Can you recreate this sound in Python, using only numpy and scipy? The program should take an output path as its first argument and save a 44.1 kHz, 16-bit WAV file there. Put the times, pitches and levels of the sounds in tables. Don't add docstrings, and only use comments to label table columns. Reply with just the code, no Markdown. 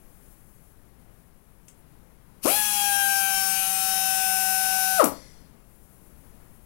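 import sys
import numpy as np
from scipy import signal
from scipy.fft import rfft, irfft
from scipy.io import wavfile
from scipy.ndimage import map_coordinates

SR = 44100
rng = np.random.default_rng(int(sys.argv[2]) if len(sys.argv) > 2 else 0)


def wrap_up_sound(samples):
    columns = np.atleast_2d(samples).T
    tamed = np.clip(columns, -1, 1)
    steps = np.round(tamed * 32767).astype(np.int16)
    wavfile.write(sys.argv[1], SR, steps)


N = 293596
T = np.arange(N) / SR

# frequency_hz, relative_db
ROOM_TONE_SPECTRUM = [(20, 3), (50, 2), (90, -4), (170, -2.5), (300, -10.5), (550, -15.5), (1000, -19.5),
                      (2000, -25.5), (3500, -33), (8000, -38.5), (16000, -46)]
# frequency_hz, relative_db
LEAK_SPECTRUM = [(2000, -33), (5000, -20.5), (6800, -12), (7500, -12.5), (9300, -7), (11100, -1.5),
                 (12800, -8), (14500, -9), (15500, -6)]
# start_s, level_db, centre_hz, t60_s, housing_relative_db
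KNOCKS = [(1.683, -42.5, 7000, 0.024, -9), (1.690, -47, 8000, 0.019, -6),
          (5.0415, -15.5, 8030, 0.022, -11.5), (5.0453, -16.5, 12400, 0.025, -23),
          (5.048, -27, 11500, 0.019, -18), (5.057, -20, 11700, 0.017, -10)]
# peak_s, level_db, tilt_db_per_octave
PUFF_BURSTS = [(2.456, -22, -7.5), (4.999, -14, -4)]
# frequency_hz, gain_db
PASSAGE_RESPONSE = [(40, -11), (130, -17), (220, -1.5), (300, 4.5), (410, -8.5), (520, 2), (900, 0),
                    (1300, 4), (1600, -10), (1900, -11.5), (2600, -20), (5000, -19), (12000, -44)]
# frequency_hz, relative_db
JET_SPECTRUM = [(60, -15.5), (250, -11.5), (550, -18.5), (1000, -7), (1900, -11.5), (2600, 3), (3500, -7.5),
                (5500, -0.5), (7600, -4.5), (8800, 1.5), (10800, 7), (13000, -1), (14600, 1), (16000, -9.5)]
# vane_harmonic, early_db, settled_db
WEAK_HARMONICS = [(3, -46, -57), (4, -43, -51.5), (5, -51.5, -49), (6, -51, -54), (9, -48.5, -49.5),
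                  (11, -40.5, -45), (12, -44, -47), (13, -39, -47.5), (14, -47.5, -40.5), (15, -53, -48),
                  (16, -41, -47.5), (18, -49, -43)]
# frequency_hz, level_db
SHAFT_CONTOUR = [(190, -57.5), (500, -76), (950, -63), (1300, -52.5), (2100, -60.5), (2600, -46),
                 (3300, -56.5), (5000, -60), (7500, -54), (8800, -47.5), (9500, -54.5), (10500, -41.5),
                 (12800, -50.5), (14200, -50), (16000, -54)]
# vane_harmonic, settled_db, full_hose_change_db, reflection_delay_s, reflection_gain
STRONG_HARMONICS = [(1, -31, -8, .0162, 0.37), (2, -32, -14, .008812, 0.84), (7, -43, 0, 0.01125, 0.68),
                    (8, -45, -6.5, 0.000464, 1)]
# pitch_hz, width_hz, gain_db
BODY_MODES = [(1970, 300, -6), (3420, 250, -8), (4290, 48, 3), (4940, 220, -2.5), (5870, 140, -0.5),
              (7300, 400, -8), (8140, 130, -6), (10600, 740, -7.5)]

VANES, SHAFT_HZ, TOP_HZ = 4, 190, 15800
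START_S, RELEASE_S, STALL_S, REST_S = 2.438, 4.968, 5.2, 5.66
BLOWING = slice(int(START_S * SR), int(STALL_S * SR))
SINCE_START_S = np.maximum(T - START_S, 0)


def undb(db):
    return 10 ** (np.asarray(db) / 20)


def unit(x):
    return x / np.sqrt(np.mean(x ** 2))


def gain_at(curve, hz):
    points_hz, db = np.transpose(curve)
    return undb(np.interp(np.log(np.maximum(hz, 1)), np.log(points_hz), db))


def noise(curve):
    colour = gain_at(curve, np.fft.rfftfreq(N, 1 / SR))
    return unit(irfft(rfft(rng.standard_normal(N)) * colour, N))


def wobble(rate_hz, t=T):
    steps = rng.standard_normal(2048)
    return np.interp(t * rate_hz, np.arange(len(steps)), steps)


def swell(on_s, rise_s, off_s, fall_s):
    return (1 + np.tanh((T - on_s) / rise_s / 2)) * (1 - np.tanh((T - off_s) / fall_s / 2)) / 4


def decay(t, t60_s):
    return np.exp(-np.log(1000) * t / t60_s)


def resonate(x, hz, width_hz):
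    return signal.lfilter(*signal.iirpeak(hz, hz / width_hz, fs=SR), x)


def partial(turns, multiple):
    return np.sqrt(2) * np.sin(2 * np.pi * (multiple * turns + rng.random()))


def room_tone(level_db=-55.5, drift_db=1):
    return noise(ROOM_TONE_SPECTRUM) * undb(level_db + drift_db * wobble(3.6))


def coupling_leak(level_db=-61.5, away_db=-5, flutter_db=1.2, turn_s=0.013):
    away = swell(on_s=0.73, rise_s=turn_s, off_s=5.68, fall_s=turn_s)
    return noise(LEAK_SPECTRUM) * undb(level_db + away_db * away + flutter_db * wobble(25))


def catch_and_lever(crack_width_hz=5000):
    out = np.zeros(N)
    for start_s, db, hz, t60_s, housing_db in KNOCKS:
        contact = rng.standard_normal(N)
        crack = unit(resonate(resonate(contact, hz, crack_width_hz), hz, crack_width_hz))
        housing = undb(housing_db) * unit(resonate(contact, hz=2700, width_hz=1400))
        envelope = (T >= start_s) * decay(np.abs(T - start_s), t60_s)
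        out += (crack + housing) * undb(db) * envelope
    return out


def tiled_reverb(send, low_t60_s=0.29, high_t60_s=0.21, split_hz=3000, predelay_s=.009):
    t = T[:SR // 2]
    grains = rng.standard_normal(len(t))
    low = signal.sosfilt(signal.butter(2, split_hz, fs=SR, output="sos"), grains)
    tail = (low * decay(t, low_t60_s) + (grains - low) * decay(t, high_t60_s)) * (t > predelay_s)
    return signal.fftconvolve(send, tail / np.sqrt(np.sum(tail ** 2)))[:N]


def hose_surplus(drain_s=.488):
    return np.exp(-SINCE_START_S / drain_s)


def rotor(settled_hz=757.4, surplus_hz=125.8, spin_up_s=.052, spin_down_s=.061, brake_power=2.6):
    since_release_s = np.maximum(T - RELEASE_S, 0)
    speed = np.tanh(SINCE_START_S / spin_up_s) / (1 + (since_release_s / spin_down_s) ** brake_power)
    chatter = 0.00064 + 0.0084 * hose_surplus() ** 2 + 0.0226 * (1 - speed)
    jitter = 1 + 0.00035 * wobble(25) + chatter * wobble(260)
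    return (settled_hz + surplus_hz * hose_surplus()) * speed * jitter, speed


def valve_flow(open_lag_s=0.006, shut_lag_s=0.064, surge_db=7, surge_s=0.11):
    gate = swell(START_S + open_lag_s, 0.0054, RELEASE_S + shut_lag_s, 0.0067)
    return gate * undb(surge_db * np.exp(-SINCE_START_S / surge_s))


def exhaust_hiss(turns, level_db=-33.0, turn_depth=0.6, vane_depth=0.44):
    pulse = 1 + turn_depth * np.cos(2 * np.pi * turns) + vane_depth * np.cos(2 * np.pi * VANES * turns)
    return noise(JET_SPECTRUM) * pulse * undb(level_db)


def exhaust_burps(turns, vane_hz, lopsided=0.2, harmonics=14, rise_db_per_s=1454, fall_db_per_s=207):
    harmonic = np.arange(1, harmonics + 1)[:, None]
    passage = gain_at(PASSAGE_RESPONSE, harmonic * vane_hz[BLOWING])
    waves = np.sin(2 * np.pi * harmonic * VANES * turns[BLOWING])
    out = np.zeros(N)
    for peak_s, db, tilt_db in PUFF_BURSTS:
        gains = undb(tilt_db * np.log2(harmonic))
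        puffs = np.sum(gains * passage * waves, axis=0) / np.sqrt(np.sum(gains ** 2) / 2)
        from_peak_s = T[BLOWING] - peak_s
        fade_db = np.minimum(rise_db_per_s * from_peak_s, -fall_db_per_s * from_peak_s)
        out[BLOWING] += undb(db + fade_db) * puffs
    return out * (1 + lopsided * np.cos(2 * np.pi * turns))


def rotor_overtones(turns, shaft_hz, drift_db=1.5, flutter_db=2.5, shaft_trim_db=-0.64):
    t = T[BLOWING]
    settled = np.interp(t, [3.3, 4.2], [0, 1])
    vane_db = {VANES * round(k): early + (late - early) * settled for k, early, late in WEAK_HARMONICS}
    whine_multiples = [VANES * round(row[0]) for row in STRONG_HARMONICS]
    out = np.zeros(N)
    for multiple in np.setdiff1d(np.arange(1, TOP_HZ // SHAFT_HZ), whine_multiples):
        if multiple in vane_db:
            gain = undb(vane_db[multiple])
        else:
            gain = undb(shaft_trim_db) * gain_at(SHAFT_CONTOUR, multiple * shaft_hz[BLOWING])
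        waver_db = drift_db * wobble(5, t) + flutter_db * wobble(16, t)
        out[BLOWING] += gain * undb(waver_db) * partial(turns[BLOWING], multiple)
    return out * np.minimum(shaft_hz / SHAFT_HZ, 1) ** 3


def vane_whine(turns, speed, flutter_db=0.5):
    out = np.zeros(N)
    for harmonic, settled_db, full_hose_db, delay_s, reflection_gain in STRONG_HARMONICS:
        level_db = settled_db + full_hose_db * hose_surplus() - flutter_db * wobble(12)
        tone = undb(level_db) * partial(turns, VANES * round(harmonic))
        reflection = map_coordinates(tone, [(T - delay_s) * SR], order=3)
        out += tone + reflection_gain * reflection
    return out * np.interp(speed, [.86, .99], [0, 1])


def coasting_bearings(level_db=-47, fade_power=2.12):
    rolling = rng.standard_normal(N)
    ring = np.zeros(N)
    for hz, width_hz, db in BODY_MODES:
        ring += undb(db) * resonate(resonate(rolling, hz, 2 * width_hz), hz, 2 * width_hz)
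    speed = np.interp(T, [RELEASE_S, REST_S], [1, 0], left=0)
    return unit(ring) * undb(level_db) * speed ** fade_power


def scene(noise_dry_db=-2, noise_send_db=-6.5, burp_send_db=-10, overtone_send_db=-8, whine_send_db=-22):
    vane_hz, speed = rotor()
    shaft_hz = vane_hz / VANES
    turns = np.cumsum(shaft_hz) / SR
    flow = valve_flow()
    whine = vane_whine(turns, speed)
    overtones = flow * rotor_overtones(turns, shaft_hz)
    burps = exhaust_burps(turns, vane_hz)
    noises = flow * exhaust_hiss(turns) + coasting_bearings() + catch_and_lever()
    direct = whine + overtones + burps + undb(noise_dry_db) * noises
    send = (undb(noise_send_db) * noises + undb(burp_send_db) * burps
            + undb(overtone_send_db) * overtones + undb(whine_send_db) * whine)
    left = direct + tiled_reverb(send) + room_tone() + coupling_leak()
    return np.array([left, np.zeros(N)])


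def record(dry, gain_db=6):
    high_cut = signal.ellip(12, .2, 80, TOP_HZ, fs=SR, output="sos")
    return signal.sosfilt(high_cut, undb(gain_db) * dry)


dry = scene()
out = record(dry)
wrap_up_sound(out)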